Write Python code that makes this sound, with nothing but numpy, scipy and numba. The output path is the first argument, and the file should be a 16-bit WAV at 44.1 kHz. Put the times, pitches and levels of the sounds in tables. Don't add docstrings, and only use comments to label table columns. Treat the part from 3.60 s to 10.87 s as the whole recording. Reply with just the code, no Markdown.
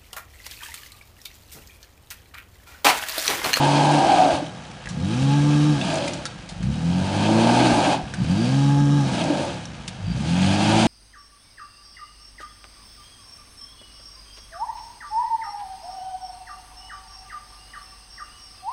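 import sys
import numpy as np
from scipy import signal
from scipy.fft import rfft, irfft
from scipy.io import wavfile
from scipy.ndimage import map_coordinates
from numba import njit

SR = 44100
rng = np.random.default_rng(int(sys.argv[2]) if len(sys.argv) > 2 else 0)


def wav_record(signal):
    frames = np.transpose(np.atleast_2d(signal))
    bounded = np.clip(frames, -1, 1)
    quanta = np.round(bounded * 32767).astype(np.int16)
    wavfile.write(sys.argv[1], SR, quanta)


N = 320607
TIME = np.arange(N) / SR

# climb start t/s, pedal up t/s, pedal release/s, free climb/(Hz/s),
# top firing rate f/Hz, creep under load/(Hz/s), coast-down/s, exhaust level/dB
THROTTLE_BURSTS = [(-.6, .37, 0.075, 301.2, 149.3, 23.4, .49, -4.5),
                   (1.255, 2.11, .15, 270, 150, 14.5, .342, -0.5),
                   (2.931, 4.05, 0.32, 175, 125.2, 50.4, .41, -.5),
                   (4.525, 5.371, .36, 255.3, 144, 8.1, .53, 0),
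                   (6.394, 7.316, 0.094, 150, 115.8, 42, 0.42, 0.5)]
# level under load/dB, drop off throttle/dB
BOOM_HARMONICS = [(1, 15), (-8.5, 15), (-21, 15)]
# f/Hz, level/dB
BOOM_EQ = [(45, -36), (70, -37.5), (100, -29), (120, -27), (140, -18.5), (156, -18.5), (180, -10.5),
           (200, -17), (222, -13), (262, -17), (292, -13), (330, -4.5), (400, -34.5), (450, -23)]
# middle t/s, half length/s, level/dB
EXHAUST_LURCHES = [(1.42, 0.031, -1.5), (1.525, 0.11, -3), (3.079, 0.043, 1.5), (3.198, 0.059, -4.5),
                   (3.332, 0.079, 3.5), (3.51, 0.07, -7), (3.76, .11, 2.5), (4.612, 0.022, 12),
                   (4.726, 0.026, 4.5), (6.63, 0.047, -6), (6.77, .05, 3.5), (6.991, 0.065, 0.5),
                   (7.198, 0.08, 1)]
# multiple of the firing rate, level/dB
UNEVEN_PARTIALS = [(1 / 2, -9), (5 / 6, -24), (7 / 6, -13.5), (4 / 3, -15), (3 / 2, 1), (5 / 3, -4.5),
                   (5 / 2, 0.38), (7 / 2, 0.33), (4, -1)]
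# f/Hz, level/dB
PIPE_EQ = [(25, -33), (55, -31), (100, -4.5), (170, 0.5), (230, -6.5), (330, -14.5), (400, -20), (520, -39),
           (900, -60), (2000, -43)]
# f/Hz, level/dB
BURBLE_EQ = [(25, -20), (60, -6), (105, -3), (160, 4.5), (200, 3), (260, -7.5), (330, -9.5), (400, -17.5),
             (900, -44), (3000, -66)]
# f/Hz, width/Hz, level/dB
BAY_MODES = [(505, 15.7, 8), (720, 57, -1), (849.7, 8.9, 8), (1212, 140, -2), (1627, 28, 2.5),
             (3110, 460, -8.5), (3810, 33, -0.5), (4500, 370, -21), (5300, 180, -8.5), (5800, 250, -15.5),
             (6600, 230, -35)]
# multiple of the firing rate, level/dB
INTAKE_PARTIALS = [(3.5, -10.5), (4, 0.5), (4.5, -16), (5, -1.5), (6, 4), (7, 0), (7.5, -5), (8, -1.5),
                   (9, -3.5), (11, -5.5), (11.5, -5), (12, -11)]
# break loose t/s, full spin t/s, slowing t/s, run-down/s, roar level/dB, grit level/dB
WHEELSPINS = [(-.6, -.1, 0.72, 0.17, -21, -29.5), (1.135, 1.617, 1.97, 0.9, -39.5, -37),
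              (2.062, 2.298, 2.396, 0.39, -28.5, -31.5), (2.91, 3.942, 4.33, 0.08, -19.5, -27.5),
              (4.45, 4.845, 4.56, 0.85, -26, -30.5), (5.25, 5.55, 5.85, .27, -29.5, -33.5),
              (6.33, 7.148, 7.42, 0.11, -21.5, -25)]
# f/Hz, level/dB
CARCASS_EQ = [(100, -62), (220, -9.5), (290, -2.5), (345, 3), (410, -11.5), (480, -6), (570, 1), (800, 2),
              (940, 2), (1050, -14), (1220, -8.5), (1400, -19.5), (1600, -7.5), (1900, -37)]
# middle t/s, half length/s, howl f/Hz, howl level/dB, drumming level/dB
RUT_BITES = [(0.053, 0.51, 903, -24, -29.5), (0.345, 0.2, 807, -23, -37), (0.55, 0.12, 760, -16.5, -38),
             (0.675, 0.12, 659.4, -22, -32.5), (2.373, 0.2, 630, -31, -34),
             (3.594, 0.093, 620, -35.5, -28.5), (3.834, 0.17, 500, -29.5, -37),
             (4.052, 0.12, 722, -28, -23), (4.288, 0.11, 771.3, -29, -28), (5.706, .16, 597, -28.5, -28.5),
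             (7.27, 0.21, 722.2, -28, -36)]
# f/Hz, level/dB
GRIT_EQ = [(400, -24), (1100, -3), (1600, 2.5), (1900, -3), (2250, 0.5), (2700, -1.5), (3400, -2.5),
           (4000, -2), (5000, -4), (6300, -4), (8000, -8.5), (10000, -15)]
# t/s, clack level/dB, f/Hz, time to fade 60 dB/s, chips level/dB
STONE_HITS = [(0.616, -14.5, 1250, 0.0062, -25), (.863, -26, 3130, .025, -41),
              (1.113, -39, 5630, .022, -40), (1.257, -23.5, 1950, 0.028, -35),
              (1.272, -20.5, 1680, 0.022, -39), (1.288, -39, 5840, 0.17, -34.5),
              (2.213, -16, 2640, 0.042, -32), (2.341, -25, 8740, .018, -24), (2.356, -24, 6070, .022, -24),
              (2.477, -19, 2080, 0.052, -29), (2.481, -22, 3794, 0.023, -24),
              (2.534, -32, 5800, 0.059, -27), (2.654, -19, 1360, 0.022, -23),
              (2.658, -21, 1400, 0.038, -25.5), (2.664, -23.5, 3750, 0.046, -30),
              (2.89, -39, 3670, 0.16, -35.5), (3.028, -30.5, 1590, 0.041, -35),
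              (4.538, -22.5, 1530, 0.049, -28.5), (5.639, -33, 5493, .025, -25),
              (6.054, -25, 5510, 0.026, -31.5), (6.278, -30, 3680, 0.058, -24)]
# t/s, level/dB, f/Hz
RUT_THUDS = [(0.729, -32, 85), (0.82, -25, 297), (1.62, -30, 85.2), (4.127, -29, 70), (4.43, -32, 65),
             (5.70, -17, 297)]
# middle t/s, half length/s, f/Hz, level/dB
BELT_SQUEAKS = [(4.817, 0.22, 4660, -44.5), (6.502, 0.064, 4700, -49)]
# f/Hz, level/dB
SURF_EQ = [(30, -12), (70, 3), (200, 8.5), (400, 3.5), (650, 6), (1200, 3.5), (1600, 4), (3000, -2),
           (6000, -38), (10000, -28)]

IDLE_HZ, COAST_SHAPE = 40.92, 1.3
LOAD_ATTACK_S, REV_LAG_S = .17, .05
WOBBLE_IDLE, WOBBLE_DRIVEN = .025, .005
BURBLE_DB, BURBLE_DB_PER_OCT = -26, 5
OVERRUN_DB, OVERRUN_DB_PER_OCT = 1.5, 9
ROLLING_ROAR_DB, ROLLING_GRIT_DB = -47.5, -48.5
ROAR_POWER, GRIT_POWER = 2.1, 1.3
GRIT_DB_PER_OCT = 3
HOWL_SAG_HZ_PER_S = 277


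def throttle():
    above_idle, load, effort_db = 0, 0, 0
    for down, up, release, climb, top_hz, creep, coast, db in THROTTLE_BURSTS:
        free = np.maximum(climb * (TIME - down), 1e-3)
        held = np.maximum(top_hz - IDLE_HZ + creep * np.minimum(TIME - up, 0), 1)
        driven = (free ** -8 + held ** -8) ** (-1 / 8)
        coasting = np.exp(-(np.maximum(TIME - up, 0) / coast) ** COAST_SHAPE)
        above_idle = np.maximum(above_idle, driven * coasting)
        pressed = ramp(down - REV_LAG_S, LOAD_ATTACK_S)
        load = load + pressed * (1 - ramp(up, release))
        effort_db = effort_db + (db - effort_db) * pressed
    return IDLE_HZ + above_idle, load, effort_db


def exhaust_boom(hz, firings, load, effort_db, lurch_db):
    labour_db = 3.7 * np.maximum(np.log2(140 / hz), 0)
    boom = 0
    for k, (db, drop_db) in enumerate(BOOM_HARMONICS, 1):
        level_db = db + gain_db(k * hz, BOOM_EQ) + effort_db - drop_db * (1 - load) + (k > 1) * lurch_db
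        flutter_db = (0.21 * k + labour_db) * walk(25)
        boom = boom + undb(level_db + flutter_db) * np.sin(2 * np.pi * k * firings)
    return np.sqrt(2) * boom


def exhaust_burble(hz, firings, load, effort_db, lurch_db):
    lumpy = 0
    for multiple, db in UNEVEN_PARTIALS:
        level_db = db + gain_db(multiple * hz, PIPE_EQ) + 2 * walk(14)
        lumpy = lumpy + undb(level_db) * np.sin(2 * np.pi * (multiple * firings + rng.random()))
    pulses = np.diff(np.floor(firings), prepend=0) > 0
    sputter = colour(pulses * rng.uniform(-1.06, 1, N) / np.sqrt(hz), BURBLE_EQ)
    sputter_db = -3 - 4.5 * np.log2(hz / 90)
    octaves = np.log2(hz / 140)
    overrun_db = (1 - load) * (OVERRUN_DB + OVERRUN_DB_PER_OCT * octaves)
    burble_db = BURBLE_DB + effort_db + .3 * lurch_db + BURBLE_DB_PER_OCT * octaves + overrun_db
    return undb(burble_db) * (lumpy + undb(sputter_db) * sputter)


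def engine_bay(hz, firings, load):
    cycle = rng.standard_normal(2048)
    clatter = cycle[(firings / 6 % 1 * len(cycle)).astype(int)]
    pulsing = 0.36 + np.exp(-(firings % 1) / 0.2)
    rush = (rng.standard_normal(N) + 0.17 * clatter) * pulsing
    whirr = unit(sum(undb(db) * ring(rush, f, width) for f, width, db in BAY_MODES))
    note = 0
    for multiple, db in INTAKE_PARTIALS:
        power = sum(undb(2 * mode_db) / (1 + ((multiple * hz - f) / width) ** 2)
                    for f, width, mode_db in BAY_MODES[:5])
        gain = np.sqrt(power) * undb(db + 2 * walk(30))
        note = note + gain * np.sin(2 * np.pi * (multiple * firings + rng.random()))
    octaves = np.log2(hz / 145)
    note_db = -41.5 + 15.3 * octaves + 6.1 * load
    return undb(-36 + 9.9 * octaves) * whirr + undb(note_db) * unit(note)


def wheelspin(hz):
    roar, grit = undb(ROLLING_ROAR_DB), undb(ROLLING_GRIT_DB)
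    fling_db = GRIT_DB_PER_OCT * np.log2(hz / 140)
    for loose, full, slow, run_down, roar_db, grit_db in WHEELSPINS:
        slip = ramp(loose, full - loose) * (1 - ramp(slow, run_down))
        roar = np.hypot(roar, undb(roar_db) * slip ** ROAR_POWER)
        grit = np.hypot(grit, undb(grit_db + fling_db) * slip ** GRIT_POWER)
    return 20 * np.log10(roar), 20 * np.log10(grit)


def tyres(roar_db):
    slaps = impacts(rate=3500, spread_db=1) * undb(0.48 * walk(35))
    roar = colour(slaps, CARCASS_EQ)
    cavity = ring(impacts(rate=1200, spread_db=3), hz=274.5, width=75)
    hollow = unit(ring(cavity, hz=315, width=85))
    howl, drumming = 0, undb(roar_db - 10)
    for middle, half_length, hz, howl_db, drumming_db in RUT_BITES:
        bite = swell(middle, half_length)
        howl_hz = hz - HOWL_SAG_HZ_PER_S * np.clip(TIME - middle, -.5, .5)
        tread = impacts(rate=1700, spread_db=2.5)
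        tone = unit(swept_band(swept_band(tread, howl_hz, 105.), howl_hz, 180.))
        howl = howl + undb(howl_db) * bite * tone
        drumming = np.hypot(drumming, undb(drumming_db) * bite)
    return undb(roar_db - 1.5) * roar + howl + drumming * hollow


def grit_spray(grit_db):
    rate = 1400 * undb(.5 * (grit_db + 36))
    t = TIME[:SR // 100]
    patter = 0
    for hz, width in [(1650, 2100), (2800, 2400), (5000, 360), (8000, 10300)]:
        clicks = impacts(rate=rate, spread_db=2.5) / np.sqrt(rate / rate.mean())
        crunch = rng.standard_normal(len(t)) * undb(-60 * t / 0.0078)
        grains = unit(signal.fftconvolve(clicks, crunch)[:N])
        clumps = undb(1.53 * walk(28))
        patter = patter + clumps * ring(grains, hz, width)
    mud = rng.standard_normal(N)
    spray = colour(undb(-3.5) * unit(patter) + undb(-5.5) * mud, GRIT_EQ)
    return undb(grit_db + 0.98 * walk(35)) * spray


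def stones():
    out = np.zeros(N + SR)
    t = TIME[:SR // 5]
    attack = np.minimum(t / 0.0005, 1)
    for at, db, hz, t60, chips_db in STONE_HITS:
        mode_hz = hz * rng.uniform(0.95, 1.4, size=(4, 1))
        cluster = np.sin(2 * np.pi * (mode_hz * t + rng.random(size=(4, 1)))).sum(axis=0)
        clack = .5 * np.sin(2 * np.pi * hz * t) + 0.28 * cluster
        chatter = np.repeat(rng.uniform(.4, 1, len(t)), 64)[:len(t)]
        chips = ring(rng.standard_normal(len(t)) * chatter, hz=4000, width=4000)
        hit = undb(db) * clack + undb(chips_db + 8) * chips
        start = int(at * SR)
        out[start:start + len(t)] += hit * attack * undb(-60 * t / t60)
    return out[:N]


def thuds():
    out = 0
    for at, db, hz in RUT_THUDS:
        t = np.maximum(TIME - at, 0)
        envelope = t / 0.0045 * np.exp(1 - t / 0.007)
        out = out + undb(db) * envelope * np.sin(2 * np.pi * hz * t)
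    return out


def belt():
    out = 0
    for middle, half_length, hz, db in BELT_SQUEAKS:
        squeak = ring(ring(rng.standard_normal(N), hz, width=90), hz, width=130)
        out = out + undb(db) * swell(middle, half_length) * unit(squeak)
    return out


def shore_reverb(x):
    t = TIME[:SR // 2]
    scatter = ring(rng.standard_normal(len(t)), hz=1300, width=2800)
    tail = scatter * undb(-60 * t / 0.47) * (t > .008)
    return x + undb(-16) * signal.fftconvolve(x, tail / np.sqrt(np.sum(tail ** 2)))[:N]


def sea():
    return undb(-48 + walk(1.5)) * colour(rng.standard_normal(N), SURF_EQ)


def undb(db):
    return 10 ** (np.asarray(db) / 20)


def unit(x):
    return x / np.sqrt(np.mean(x ** 2))


def gain_db(hz, eq):
    at_hz, db = np.transpose(eq)
    return np.interp(np.log(hz), np.log(at_hz), db)


def colour(x, eq):
    size = 8192
    log_gain = np.log(undb(gain_db(np.fft.rfftfreq(size, 1 / SR) + 1, eq)))
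    cepstrum = irfft(log_gain)
    cepstrum[1:size // 2] *= 2
    cepstrum[size // 2 + 1:] = 0
    impulse = irfft(np.exp(rfft(cepstrum)))
    return unit(signal.fftconvolve(x, impulse)[:N])


@njit
def swept_band(x, hz, width):
    y, band, low = np.empty(len(x)), 0., 0.
    for i in range(len(x)):
        g, damping = np.tan(np.pi * hz[i] / SR), width / hz[i]
        v = (band + g * (x[i] - low)) / (1 + g * (g + damping))
        band, low, y[i] = 2 * v - band, low + 2 * g * v, damping * v
    return y


def ring(x, hz, width):
    return signal.lfilter(*signal.iirpeak(hz, hz / width, fs=SR), x)


def walk(rate):
    knots = rng.standard_normal(4096)
    return map_coordinates(knots, [TIME * rate], order=2, mode="wrap")


def impacts(rate, spread_db):
    hit = rng.random(N) < rate / SR
    size = undb(spread_db * np.minimum(rng.exponential(size=N), 4))
    return unit(hit * size * rng.choice([-1, 1], N))


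def ramp(start, length):
    return np.clip((TIME - start) / length, 0, 1)


def swell(middle, half_length):
    return np.exp(-((TIME - middle) / half_length) ** 2)


def scene():
    hz, load, effort_db = throttle()
    roar_db, grit_db = wheelspin(hz)
    wobble = WOBBLE_DRIVEN * load + WOBBLE_IDLE * (1 - load)
    firings = np.cumsum(hz * (1 + wobble * walk(30))) / SR
    lurch_db = sum(db * swell(middle, half_length) for middle, half_length, db in EXHAUST_LURCHES)
    boom = exhaust_boom(hz, firings, load, effort_db, lurch_db)
    burble = exhaust_burble(hz, firings, load, effort_db, lurch_db)
    truck = boom + burble + engine_bay(hz, firings, load) + belt()
    ground = tyres(roar_db) + grit_spray(grit_db) + stones() + thuds()
    return (truck + shore_reverb(ground) + sea())[None]


def record(dry):
    high_cut = signal.ellip(10, .2, 75, 10120, fs=SR, output="sos")
    return signal.sosfilt(high_cut, dry)


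dry = scene()
out = record(dry)
wav_record(out)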